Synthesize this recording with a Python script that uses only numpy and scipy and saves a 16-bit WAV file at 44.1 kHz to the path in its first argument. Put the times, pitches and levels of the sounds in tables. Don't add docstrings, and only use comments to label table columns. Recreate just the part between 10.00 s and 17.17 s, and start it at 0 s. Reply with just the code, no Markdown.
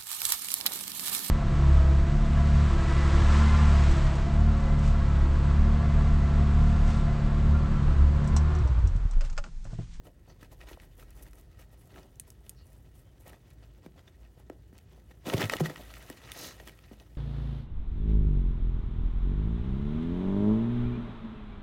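import sys
import numpy as np
from scipy import signal
from scipy.fft import rfft, irfft, next_fast_len
from scipy.io import wavfile
from scipy.ndimage import uniform_filter1d, map_coordinates

SR = 44100
rng = np.random.default_rng(int(sys.argv[2]) if len(sys.argv) > 2 else 0)


def generate_wav(signal):
    frames = np.transpose(np.atleast_2d(signal))
    scaled = np.clip(frames, -1, 1) * 32767
    pcm = np.round(scaled).astype(np.int16)
    wavfile.write(sys.argv[1], SR, pcm)


N = 316175
T = np.arange(N) / SR


def amp(db):
    return 10 ** (np.asarray(db) / 20)


def unit(x):
    return x / np.sqrt(np.mean(x ** 2) + 1e-20)


def noise():
    return rng.standard_normal(N)


def along(points, hz):
    f, v = np.transpose(points)
    return np.interp(np.log(hz + 1), np.log(f + 1), v)


def wobble(rate):
    knots = rng.standard_normal(int(N * rate / SR) + 4)
    return map_coordinates(knots, [T * rate])


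def filtered(x, response):
    m = next_fast_len(x.shape[-1] + 8192)
    spectrum = rfft(x, m) * response(np.fft.rfftfreq(m, 1 / SR))
    return irfft(spectrum, m)[..., :x.shape[-1]]


def resonance(f, hz, width):
    return 1j * f * width / (hz * hz - f * f + 1j * f * width)


# (frequency [Hz], relative density [dB per Hz])
ROOM = [(38, -33), (65, 1), (113, 0.5), (242, -15), (349, -14), (1130, -40), (1880, -32.5), (2310, -51.5),
        (2910, -41), (8790, -46.5), (12700, -68), (16000, -38)]
# (frequency [Hz], width of one filter pass [Hz], starting level [dB], drift [dB per s])
HUM = [(41.1, 1.7, -54, -4), (54.9, 7.5, -56.5, -0.07)]
ROOM_DB = -57.5


def room():
    air = unit(filtered(noise(), lambda f: amp(along(ROOM, f))))
    out = amp(ROOM_DB) * air
    for hz, width, db, drift_db in HUM:
        band = filtered(noise(), lambda f: resonance(f, hz, width) ** 2)
        out = out + amp(db + drift_db * T) * unit(band)
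    return out


# (frequency [Hz], width [Hz], level before the shared lift [dB])
TUB = [(1308, 146, -7), (1889, 107, -2.5), (2560, 44, -7), (2939, 76, -3.5), (3500, 80, -10),
       (4470, 40, -21), (6020, 73, -8)]
TUB_LIFT_DB = 3.5


def tub(f):
    modes = sum(amp(db) * resonance(f, hz, width) for hz, width, db in TUB)
    return 1 + amp(TUB_LIFT_DB) * modes


PATCH_DB = 1.8


def crackle(spectrum, rate, spread_db, grain_s, bed_db, lumps_db):
    hits = rng.random(N) < rate / SR
    sizes = hits * amp(spread_db * np.minimum(rng.exponential(size=N), 2))
    fade = np.exp(-np.arange(400) / (SR * grain_s))
    envelope = unit(signal.fftconvolve(sizes, fade)[:N]) + amp(bed_db)
    raw = envelope * amp(lumps_db * wobble(45)) * noise()
    z = signal.stft(raw, nperseg=256)[2]
    across_pitch = uniform_filter1d(rng.standard_normal(z.shape), size=5, axis=0)
    patches = unit(uniform_filter1d(across_pitch, size=9, axis=1))
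    raw = signal.istft(z * amp(PATCH_DB * patches), nperseg=256)[1][:N]
    return unit(filtered(raw, lambda f: amp(along(spectrum, f)) * tub(f)))


def stroke(s, length):
    u = np.clip((T - s) / length * 0.59 + 0.24, 0, 1)
    return np.sin(np.pi * u) ** 1.96


# (time [s], scrape level [dB])
STIR = [(0, -81), (.6, -71.5), (2.1, -74.5), (3.4, -76), (4.6, -78.5), (5.22, -74.5), (5.28, -48),
        (5.58, -50), (5.74, -58), (5.95, -56), (6.2, -60.5), (6.43, -50.5), (6.58, -60.5), (6.8, -68.5),
        (7.17, -73)]
# (time [s], nominal length [s], scrape level [dB], crisp husks re scrape [dB])
SCUFFS = [(0.041, 0.046, -62.5, -4.5), (0.274, 0.069, -66.5, -23), (0.404, 0.068, -62, -10),
          (0.513, 0.034, -65, -0.5), (0.598, .055, -61, -5), (0.676, .074, -55, -5),
          (0.803, 0.068, -66.5, 1.5), (0.977, 0.065, -62, 3.5), (1.154, 0.11, -66.5, 2),
          (1.223, 0.016, -65, 12.5), (1.259, 0.029, -63.5, 1.5), (1.355, 0.072, -67, 2),
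          (1.582, 0.056, -64.5, 0.5), (1.716, 0.033, -67.5, 0), (1.786, 0.12, -78.5, 9.5),
          (1.914, 0.15, -61, -9), (2.27, 0.025, -65.5, 3), (2.314, .018, -74.5, 8), (2.438, 0.12, -73, 4),
          (2.637, 0.2, -81, 10), (2.848, 0.033, -70.5, -6), (2.95, 0.073, -73, 6), (3.198, 0.04, -72.5, 7),
          (3.261, 0.047, -60, 0.5), (3.311, 0.068, -64, -9), (3.46, 0.095, -70, -7),
          (3.617, 0.037, -67.5, -16), (3.77, 0.029, -70, -18), (3.824, .057, -67, -9),
          (3.967, 0.045, -63, -23), (4.062, 0.041, -65.5, -13), (4.192, 0.1, -72, -18),
          (4.369, 0.058, -68.5, -8), (4.741, .083, -70.5, -21), (4.89, 0.12, -68.5, -22),
          (5.107, 0.016, -57.5, -22), (5.263, 0.044, -43, -11), (5.293, 0.029, -50.5, -11),
          (5.325, 0.026, -38.5, -29), (5.369, 0.026, -40.5, -12), (5.399, 0.038, -36, -9),
          (5.424, 0.037, -41.5, -20), (5.514, 0.03, -41, -5), (5.538, 0.03, -46, -5),
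          (5.6, 0.017, -37.5, -10), (5.639, 0.044, -45, -8), (5.686, 0.037, -49, -25),
          (5.763, 0.078, -57, -21), (6.054, 0.11, -65.5, 0), (6.354, 0.16, -57.5, 7.5),
          (6.599, 0.011, -51, -18), (6.665, 0.04, -57, -4), (6.916, 0.031, -61.5, -34),
          (6.995, 0.053, -69.5, -1)]
# (frequency [Hz], relative density [dB per Hz])
SCRAPE = [(500, -11), (900, -4.5), (2000, -1.5), (4000, -6), (7000, -12.5), (16000, -43)]
HUSKS = [(3000, -17), (6000, -5), (9000, -1.5), (13000, -0.5), (16000, -4.5)]
DRAG = [(70, -17), (140, -2.5), (350, -3.5), (600, -4.5), (900, -9.5), (1600, -32)]
STIR_CRISP_DB, STIR_DRAG_DB = -1.5, 5.5
CRISP_SLOPE, DRAG_SLOPE = -0.23, -0.36
SCUFF_DRAG_DB = 5


def rustle():
    scrape_db = np.interp(T, *np.transpose(STIR))
    effort_db = scrape_db - scrape_db.min()
    crisp_db = scrape_db + STIR_CRISP_DB + CRISP_SLOPE * effort_db
    drag_db = scrape_db + STIR_DRAG_DB + DRAG_SLOPE * effort_db
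    power = np.vstack([0 * T, amp(2 * crisp_db), amp(2 * drag_db)])
    for s, length, db, crisp in SCUFFS:
        levels = amp(db + np.array([[0], [crisp], [SCUFF_DRAG_DB]]))
        power = power + (levels * stroke(s, length)) ** 2
    slide = crackle(SCRAPE, rate=140, spread_db=4, grain_s=.002, bed_db=7, lumps_db=2)
    scrape = crackle(SCRAPE, rate=140, spread_db=5, grain_s=.002, bed_db=1.5, lumps_db=2.5)
    husks = crackle(HUSKS, rate=120, spread_db=5, grain_s=.0012, bed_db=3, lumps_db=1.5)
    drag = crackle(DRAG, rate=150, spread_db=3, grain_s=.004, bed_db=3, lumps_db=1.5)
    strokes = np.sum(np.sqrt(power) * [scrape, husks, drag], axis=0)
    return amp(scrape_db) * slide + strokes


# (frequency [Hz], t60 [s])
WALLS = [(200, 0.37), (2000, 0.098), (10000, 0.091)]


def walls(x):
    hz, t, z = signal.stft(rng.standard_normal(SR // 4), SR, nperseg=256)
    decay = amp(-60 * t / along(WALLS, hz)[:, None])
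    tail = signal.istft(z * decay, SR, nperseg=256)[1]
    late = np.pad(x, (130, 0))
    return signal.fftconvolve(late, tail / np.linalg.norm(tail))[:N]


# (time [s], nominal length [s], frequency [Hz], width of one filter pass [Hz], level [dB])
SQUEAKS = [(0.283, 0.056, 4500, 500, -69.5), (.285, 0.037, 6000, 700, -70), (2.566, 0.035, 5500, 500, -73),
           (2.575, 0.058, 4430, 700, -68), (2.598, 0.055, 2820, 250, -76), (3.045, 0.085, 3120, 250, -79),
           (1.783, 0.042, 10600, 2500, -71)]


def squeaks():
    out = np.zeros(N)
    for s, length, hz, width, db in SQUEAKS:
        band = filtered(noise(), lambda f: resonance(f, hz, width) ** 2)
        out += amp(db) * stroke(s, length) * unit(band)
    return out


# (time [s], peak level of the body [dB], pitch [Hz], fizz peak re body peak [dB])
SNAPS = [(.411, -53, 3520, -15), (.429, -42.5, 1530, -5), (0.613, -43, 1930, -17),
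         (0.799, -45.5, 1760, -22), (1.026, -49.5, 1630, -19), (1.106, -47, 9400, -7),
         (1.2648, -50, 1860, -13), (1.332, -52, 1900, 1), (1.9598, -44.5, 1830, -20),
         (1.9804, -46, 1840, -18), (2.157, -53, 6140, -6), (2.1982, -27, 8600, -20),
         (2.3032, -37.5, 8240, -9), (2.465, -51, 2670, -10), (2.4943, -24, 9600, -29),
         (3.3308, -49, 1780, -14), (3.8622, -47.5, 1910, -8), (4.498, -43, 1510, -7.5),
         (4.7275, -55.5, 1500, -16), (4.78, -47, 4500, 0), (4.786, -49, 2980, -3), (5.112, -51, 1930, -2),
         (5.2687, -41, 2960, -8), (5.2989, -24, 1960, -32), (5.3368, -24, 2090, -9),
         (5.3686, -33, 3350, -20), (5.3796, -26.5, 2990, -22), (5.418, -22.5, 1700, -28),
         (5.444, -34, 2060, -8), (5.455, -32, 1790, -2.5), (5.4966, -17, 2080, -26),
         (5.5355, -19, 1650, -23), (5.5672, -28, 2960, -10), (5.598, -33, 1610, -6),
         (5.697, -36, 1800, -21), (5.7591, -35, 1960, -27), (5.9086, -46.5, 1920, -14),
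         (5.939, -36.5, 2680, -21), (5.968, -42, 1830, -15), (6.0994, -38, 1910, 1),
         (6.318, -31.5, 3100, 1), (6.5989, -41.5, 1900, -16), (6.6744, -39.5, 1970, 1),
         (6.6942, -42, 1950, -13), (6.789, -46.5, 2170, -13), (6.8843, -57, 2460, -16),
         (6.999, -47, 2980, -24), (7.1513, -54, 2260, -21)]
FIZZ_HZ = 9500
KNOCK_HZ, KNOCK_DB = 700, 2


def snaps():
    out, t = np.zeros(N + 3000), np.arange(3000) / SR
    for s, db, hz, fizz_db in SNAPS:
        rise = 1 - np.exp(-t * hz / 1.36)
        fall = amp(-60 * t / 0.013) + amp(2.5 - 60 * t * hz / 14)
        burst = rise * fall * rng.standard_normal((3, len(t)))
        body = filtered(burst[0], lambda f: resonance(f, hz, 0.49 * hz) * resonance(f, 0.5 * hz, 4.2 * hz))
        fizz = filtered(burst[1], lambda f: resonance(f, FIZZ_HZ, 24000) ** 2)
        knock = filtered(burst[2], lambda f: resonance(f, KNOCK_HZ, 570) ** 2)
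        body, fizz, knock = [part / np.abs(part).max() for part in (body, fizz, knock)]
        knock_level = amp(KNOCK_DB) * (KNOCK_HZ / hz) ** 2
        snap = body + amp(fizz_db) * fizz + knock_level * knock
        out[round(s * SR):][:len(t)] += amp(db) * snap
    return filtered(out[:N], tub)


# (time [s], peak of the swell [dB], pitch it settles to [Hz], cycles of that pitch in a 60 dB decay)
THUMPS = [(.425, -44.5, 155, 2.9), (.712, -42, 284, 6), (.772, -46, 500, 7.5), (3.861, -37, 179, 5.8),
          (4.4983, -32.5, 268, 4.9), (4.727, -46.5, 197, 10.5), (5.267, -27.5, 178, 8),
          (5.333, -22, 375, 7.8), (5.341, -15.5, 111, 5.6), (5.378, -26.5, 145, 9), (5.412, -26, 398, 9),
          (5.435, -24, 100, 8), (5.451, -30, 112.5, 12), (5.531, -27.5, 445, 13), (5.604, -19.5, 339, 12.8),
          (5.609, -17.5, 154, 18.7), (6.0998, -35.5, 250, 7), (6.6, -44, 400, 9.2), (6.672, -46.5, 194, 6),
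          (6.912, -40, 208, 12)]
SWEEP_CYCLES, SWEEP_S = 1500 * 0.001717, 0.0013


def thumps():
    out, t = np.zeros(N + 8000), np.arange(8000) / SR
    for s, db, hz, cycles in THUMPS:
        t60 = cycles / hz
        turns = hz * t + SWEEP_CYCLES * (1 - np.exp(-t / SWEEP_S))
        phase = 2 * np.pi * turns + rng.uniform(0, 2 * np.pi)
        swell = (1 - np.exp(-t / 0.0022)) ** 2.66 * amp(-60 * t / t60)
        out[round(s * SR):][:len(t)] += amp(db) * swell / swell.max() * np.sin(phase)
    return filtered(out[:N], lambda f: 1 / (1 + 75 / (1j * f + 1)) ** 2)


# (frequency [Hz], width of one filter pass [Hz], relative level [dB])
SWISH = [(4200, 700, 1), (4840, 1700, 5.5), (5550, 750, 2), (6200, 580, 5.5)]
SWISH_S, SWISH_LENGTH_S, SWISH_DB = 6.365, 0.16, -48.5


def swish():
    rub = filtered(noise(), lambda f: sum(amp(db) * resonance(f, hz, w) ** 2 for hz, w, db in SWISH))
    return amp(SWISH_DB) * stroke(SWISH_S, SWISH_LENGTH_S) * unit(rub)


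def scene():
    moves = rustle() + squeaks() + snaps() + thumps() + swish()
    mono = room() + moves + amp(-14.5) * walls(moves)
    return np.tile(mono, (2, 1))


TOP_HZ = 16050


def record(dry):
    return filtered(dry, lambda f: (f < TOP_HZ) / (1 + (33 / (f + 1)) ** 8))


dry = scene()
out = record(dry)
generate_wav(out)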